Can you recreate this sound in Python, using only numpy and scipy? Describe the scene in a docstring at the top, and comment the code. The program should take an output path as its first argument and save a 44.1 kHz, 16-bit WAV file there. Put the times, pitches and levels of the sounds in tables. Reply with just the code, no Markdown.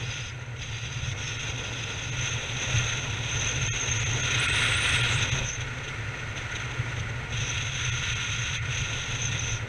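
"""Wind buffets and rushes over a camera on a motorcycle, between lanes of traffic on a bridge.
At highway speed, eddies thump the case and the airstream excites its resonances.
Where the stream strikes a slit in the case it hisses, spits and sheds a wavering edge tone,
a whistle that locks on to one pitch after another. At times the bright hiss and whistle drop away,
leaving a duller rush. Tyres roar on the deck underneath."""
import sys
import numpy as np
from scipy import signal
from scipy.fft import rfft, irfft
from scipy.io import wavfile
from scipy.ndimage import uniform_filter1d

SR = 44100
rng = np.random.default_rng(int(sys.argv[2]) if len(sys.argv) > 2 else 0)


def dump_mix(stems):
    """Bounce the given channels to the path in sys.argv[1] as a 16-bit WAV at rate SR."""
    frames = np.atleast_2d(stems).T  # one column per channel
    limited = np.clip(frames, -1, 1)  # hard clip at full scale
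    pcm = np.round(limited * 32767).astype(np.int16)
    wavfile.write(sys.argv[1], SR, pcm)


N = 426888
T = np.arange(N) / SR
HZ = np.fft.rfftfreq(N, 1 / SR)
CRUISE_DB = -38  # the usual airstream, to which the growth laws refer

# Air past the case, before gusts. Each row: time in seconds, level in dB.
AIRSTREAM = [(0, -42.5), (.5, -47), (1.25, -42), (2.12, -41.5), (2.22, -38), (2.5, -40.5), (2.8, -35),
             (3.15, -41), (3.45, -37.5), (4.18, -37), (4.45, -30), (4.95, -30), (5.48, -39), (6.2, -40),
             (6.6, -37), (7.28, -41), (7.85, -36.5), (9.05, -38.5), (9.68, -41.5)]
# Large eddies that strike the case. Each row: centre in seconds, length in seconds, boost in dB.
THUMPS = [(1.08, 0.2, 4.5), (2.754, 0.096, 7), (3.636, 0.089, 5.5), (4.1, .12, 5), (5.385, 0.15, 6.5),
          (7.119, 0.53, 4), (8.832, .12, 5.5), (9.4, 0.24, 5)]
# Broad spectra of the noises. Each row: frequency in Hz, relative spectral density in dB.
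BUFFET_SPECTRUM = [(8, -35), (18, -9), (40, -11.5), (75, -5.5), (95, -4.5), (116, 4), (135, -2.5),
                   (160, -16), (190, -20.5), (300, -42), (700, -90)]
RUSH_SPECTRUM = [(300, -24), (900, -21), (1300, -3.5), (1900, 1.5), (2600, -2.5), (3400, -10.5),
                 (4300, -16.5), (4500, -21.5), (6800, -26.5), (8100, -25.5), (9700, -38), (11500, -46),
                 (15000, -56)]
SLIT_SPECTRUM = [(500, -59.5), (1500, -18), (2300, -10.5), (2600, -0.5), (3900, -3.5), (4130, -15.5),
                 (4500, -24.5), (5700, -15.5), (6900, -20.5), (7700, -25), (8900, -36), (11500, -46),
                 (15000, -58)]
SIZZLE_SPECTRUM = [(6000, -25.5), (9700, 0), (11200, -17), (12400, -14), (13200, -17), (15000, -20)]
ROAD_SPECTRUM = [(100, -24), (190, -3.5), (225, -1), (249, 4), (275, -0.5), (370, -2.5), (450, 2),
                 (540, -0.5), (640, -5), (950, -3), (1100, -10.5), (1600, -16.5), (4000, -45)]
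# Resonances of the case, the slit and the edge tone's path.
# Each row: centre in Hz, width in Hz, height in dB (negative for a notch).
CASE_MODES = [(950, 104, 11.5), (1422, 117, 7), (1661, 160, -5), (2170, 48, 5.5), (2275, 140, -2),
              (2970, 186, -3.5), (6180, 750, 12)]
SLIT_MODES = [(2467, 270, 5), (3020, 260, -6.5), (3220, 320, 2.5), (5250, 150, -13), (6086, 433, 14.5),
              (6470, 320, 13), (6930, 270, -6), (7220, 170, -13), (10530, 630, 11.5)]
TONE_MODES = [(6122, 410, 13.5), (6485, 326, 14), (8040, 270, 11), (8950, 320, 6)]
# How well the edge tone carries to the listener. Each row: frequency in Hz, relative gain in dB.
TONE_PATH = [(4000, -15), (5500, -12.5), (6900, -21.5), (9000, -19.5), (9900, -20), (11500, -34)]
# The bright hiss and whistle drop away for a while, leaving a duller rush.
# Each row: start in seconds, end in seconds, fade time in seconds, depth in dB.
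DULL_SPELLS = [(.3, 0.562, .02, 14), (1.12, 1.158, 0.018, 9), (5.41, 7.302, 0.5, 23), (8.55, 8.67, .07, 12),
               (9.556, 9.698, 0.087, 20)]
# Strong spits in the longest dull spell. Each row: centre in seconds, relative level in dB.
STRONG_SPITS = [(5.615, -31), (6.199, -37), (6.379, -36), (6.562, -31.5), (6.715, -35), (6.999, -35.5)]
# The jet locks on and the slit whistles.
# Each row: start in seconds, end in seconds, target pitch in Hz, relative strength in dB.
JET_LOCKS = [(0, .3, 4930, 2), (.58, 1.0, 4750, -1), (1.03, 1.35, 5500, 2), (1.38, 2.1, 4950, -4.5),
             (2.149, 2.34, 6200, 2.5), (2.55, 3.048, 6200, -3), (3.28, 3.52, 6150, 2.5),
             (3.6, 4.23, 6400, 2), (4.37, 5.02, 8800, -.5), (5.07, 5.19, 8000, 2.5),
             (5.44, 5.545, 6280, 10), (7.4, 7.5, 5890, 3.5), (9.197, 9.27, 6300, 8), (9.37, 9.58, 6000, 5)]
# Tyres on the deck. Each row: time in seconds, relative level in dB.
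TYRE_ROAR = [(0, -46.5), (.25, -51), (2.6, -44.3), (5.4, -41), (5.52, -46.5), (7.3, -45), (7.65, -48),
             (8.6, -49), (8.95, -46), (9.68, -46)]
# Cars close by. Each row: centre in seconds, length in seconds, boost of the roar in dB.
CAR_PASSES = [(1.65, 0.45, 3), (2.72, .4, 2), (4.3, 0.4, 2)]
# Brief dips in the fainter sound. Each row: centre in seconds, length in seconds, depth in dB.
DIPS = [(1.385, .02, 7), (2.11, .016, 14), (3.708, 0.044, 24), (3.903, .016, 5), (3.988, 0.016, 10),
        (4.051, 0.019, 13), (4.223, .016, 9), (4.476, 0.014, 14), (4.519, .02, 8), (5.025, 0.013, 12),
        (5.308, 0.015, 13), (7.909, .02, 13), (8.145, .013, 15), (8.596, 0.054, 7)]


def buffet(air_db, level_db=-33.5, growth=0.55, ceiling_db=-32, swell_db=1.05):
    """Turbulent pressure grows with the airstream and drives the case's lowest resonance, a boom."""
    steady_db = np.minimum(level_db + growth * (air_db - CRUISE_DB), ceiling_db)
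    thumps_db = sum(db * bump(s, length) for s, length, db in THUMPS)
    boom = unit_rms(filtered(noise(), colour(BUFFET_SPECTRUM)))
    return boom * amp(steady_db + thumps_db + swell_db * eddies(3.6, 11.0))


def rush(air_db, trim_db=1.39):
    """Broadband excitation: air scrubs the whole case and sounds its resonances."""
    return filtered(noise() * amp(air_db + trim_db), colour(RUSH_SPECTRUM, CASE_MODES))


def whistle(jet_db, jet_hz, idle_db=-13.5, ramp_s=.03, trim_db=-12):
    """Resonance: the edge tone swells in a lock and flares where its pitch crosses a mode of the slit."""
    locked = sum(amp(db) * gate(start, end, ramp_s, ramp_s) for start, end, _, db in JET_LOCKS)
    strength = np.maximum(locked, amp(idle_db)) * amp(jet_db + trim_db)
    return filtered(edge_tone(jet_hz) * strength, colour(TONE_PATH, TONE_MODES))


def edge_tone(hz, wander=.024, width_hz=100, skirt_share=0.13, skirt_db=-1.2, stall_db=4.2):
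    """Vortex shedding gives a faltering narrow band; its waver and noisy skirt grow with pitch."""
    relative_pitch = hz / hz.mean()
    wavering_hz = hz * (1 + wander * relative_pitch ** 2 * eddies(5, 23.8))
    phase = 2 * np.pi * np.cumsum(wavering_hz) / SR
    core = low_noise(width_hz) * amp(stall_db * np.minimum(eddies(6.9, 36), 1.2))
    skirt = low_noise(skirt_share * hz.max()) * amp(skirt_db) * relative_pitch
    return core * np.cos(phase) + skirt * np.sin(phase)


def jet_pitch(air_db, cruise_hz=6126, octaves_per_db=-0.01, pull_share=.95, glide_s=.07):
    """Lock-in pulls the jet toward a target pitch; left free, it sinks slightly as the stream grows."""
    free_hz = cruise_hz * 2 ** (octaves_per_db * (air_db - CRUISE_DB))
    holds = [gate(start - glide_s / 2, end, glide_s, glide_s) for start, end, _, _ in JET_LOCKS]
    pull_hz = sum(hold * (hz - free_hz) for hold, (_, _, hz, _) in zip(holds, JET_LOCKS))
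    return free_hz + pull_share * pull_hz / np.maximum(sum(holds), 1)


def slit_hiss(air_db, dull_db, jet_hz, level_db=-34.5, growth=0.83, flutter_db=1.5,
              dull_flutter_db=4.8, cavity_hz=6300, width_hz=800, detuned_db=-7):
    """Cavity resonance: the hollow behind the slit colours the jet's hiss and spits."""
    hiss_db = level_db + growth * (air_db - CRUISE_DB) - dull_db
    dullness = np.clip(dull_db / 21, 0, 1) ** 2  # in a dull spell the hiss flickers and spits
    swing_db = (flutter_db + dull_flutter_db * dullness) * eddies(7.5, 74)
    jet = noise() * amp(hiss_db + swing_db) + spits(dullness * amp(air_db))
    hiss = filtered(jet, colour(SLIT_SPECTRUM, SLIT_MODES))
    ring = filtered(hiss, np.exp(-((HZ - cavity_hz) / width_hz) ** 4))
    # a jet that swings far faster than the cavity no longer feeds its resonance
    detuned = np.clip((jet_hz - cavity_hz) / width_hz - 1 / 2, 0, 1)
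    ring_gain = amp(detuned_db * detuned + flutter_db * eddies(1.6, 50))
    return hiss + ring * (ring_gain - 1)


def spits(weak_gain, length_s=0.021, strong_db=-2.5, weak_db=-5, per_s=9):
    """Intermittency: short bursts of hiss, a few strong ones among weak ones at random times."""
    strong = sum(amp(db + strong_db) * bump(s, length_s) for s, db in STRONG_SPITS)
    arrivals = rng.random(N) < per_s / SR
    weak = signal.oaconvolve(arrivals, np.hanning(round(2 * length_s * SR)), "same")
    return noise() * (strong + weak * weak_gain * amp(weak_db))


def sizzle(air_db, level_db=-57, blast_db=-30, growth=3.0):
    """A steep power law: the finest eddies outgrow the airstream and show only in the strongest blast."""
    return filtered(noise(), colour(SIZZLE_SPECTRUM)) * amp(level_db + growth * (air_db - blast_db))


def road_roar(swell_db=1.0, trim_db=0.9):
    """Rolling noise: tyres on concrete make a dull roar that swells beside each car."""
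    passes_db = sum(db * bump(s, length) for s, length, db in CAR_PASSES)
    level_db = curve(TYRE_ROAR) + passes_db + trim_db
    return filtered(noise(), colour(ROAD_SPECTRUM)) * amp(level_db + swell_db * eddies(3.7, 25))


def thinned(x, knee_db=-2, knee_rise=.12, lift=.09):
    """Spectral gating: in each dip only the strongest tones remain, fewer and louder the deeper it is."""
    hz, t, spectra = signal.stft(x, SR, nperseg=768, noverlap=576)
    depth_db = sum(depth * np.exp(-(2 * (t - s) / length) ** 4) for s, length, depth in DIPS)
    midband_rms = np.sqrt(np.mean(abs(spectra[(hz > 1000) & (hz < 4000)]) ** 2, axis=0))
    knee = amp(knee_db + knee_rise * depth_db) * midband_rms + 1e-12
    faint = 1 / (1 + (uniform_filter1d(abs(spectra), size=5, axis=1) / knee) ** 16)
    gain = amp(depth_db * (lift * (1 - faint) - faint))
    return signal.istft(spectra * gain, SR, nperseg=768, noverlap=576)[1][:N]


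def eddies(slow_hz, fast_hz):
    """Turbulent fluctuation of rms 1 between two rates; large slow eddies are the strongest."""
    gain = HZ / (HZ ** 2 + slow_hz ** 2) ** (3 / 4) / (1 + (HZ / fast_hz) ** 4)
    return unit_rms(filtered(noise(), gain))


def colour(points, modes=()):
    """A frequency response of mean power 1: a broad slope with resonance peaks and notches."""
    corner_hz, corner_db = np.transpose(points)
    db = np.interp(np.log(HZ + 1), np.log(corner_hz + 1), corner_db)
    for hz, width, height in modes:
        db = db + height / 2 ** ((2 * (HZ - hz) / width) ** 2)
    return unit_rms(amp(db))


def filtered(x, gain):
    """Linear filtering: multiplies the spectrum of x by a gain."""
    return irfft(rfft(x) * gain, N)


def noise():
    """White noise."""
    return rng.standard_normal(N)


def low_noise(width_hz):
    """Low-pass noise of rms 1 with a Gaussian spectrum."""
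    return unit_rms(filtered(noise(), np.exp(-(HZ / width_hz) ** 2)))


def gate(start, end, attack_s, release_s):
    """An envelope that rises from 0 to 1 after start, holds, and falls after end."""
    return np.clip(np.minimum((T - start) / attack_s, 1 - (T - end) / release_s), 0, 1)


def bump(centre_s, length_s):
    """A Gaussian swell of height 1."""
    return np.exp(-np.minimum((2 * (T - centre_s) / length_s) ** 2, 100))


def curve(rows):
    """Linear interpolation of a table in time."""
    return np.interp(T, *np.transpose(rows))


def amp(db):
    """Decibels to amplitude ratio."""
    return 10 ** (np.asarray(db) / 20)


def unit_rms(x):
    """Scales to rms 1."""
    return x / np.sqrt(np.mean(x ** 2) + 1e-20)


def scene(gust_db=0.94, buffet_share=0.15, return_s=0.038):
    """Superposition: one gusty airstream drives all the air noise, and the road adds its roar."""
    steady_db = curve(AIRSTREAM)
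    air_db = steady_db + gust_db * eddies(0.93, 34)
    # in a dull spell the hiss and whistle drop away and the buffeting eases slightly
    dull_db = sum(db * gate(start, end, fade_s, return_s) for start, end, fade_s, db in DULL_SPELLS)
    jet_hz = jet_pitch(steady_db)
    air = rush(air_db) + slit_hiss(air_db, dull_db, jet_hz)
    air += whistle(air_db - dull_db, jet_hz) + sizzle(air_db)
    air += buffet(air_db - buffet_share * dull_db)
    return thinned(air + road_roar())[None]


def record(dry, cutoff_hz=15150):
    """Band limiting: a steep low-pass filter removes the highest treble."""
    low_pass = signal.firwin(511, cutoff_hz, window=("kaiser", 9), fs=SR)
    return signal.oaconvolve(dry, low_pass[None], "same")


dry = scene()
out = record(dry)
dump_mix(out)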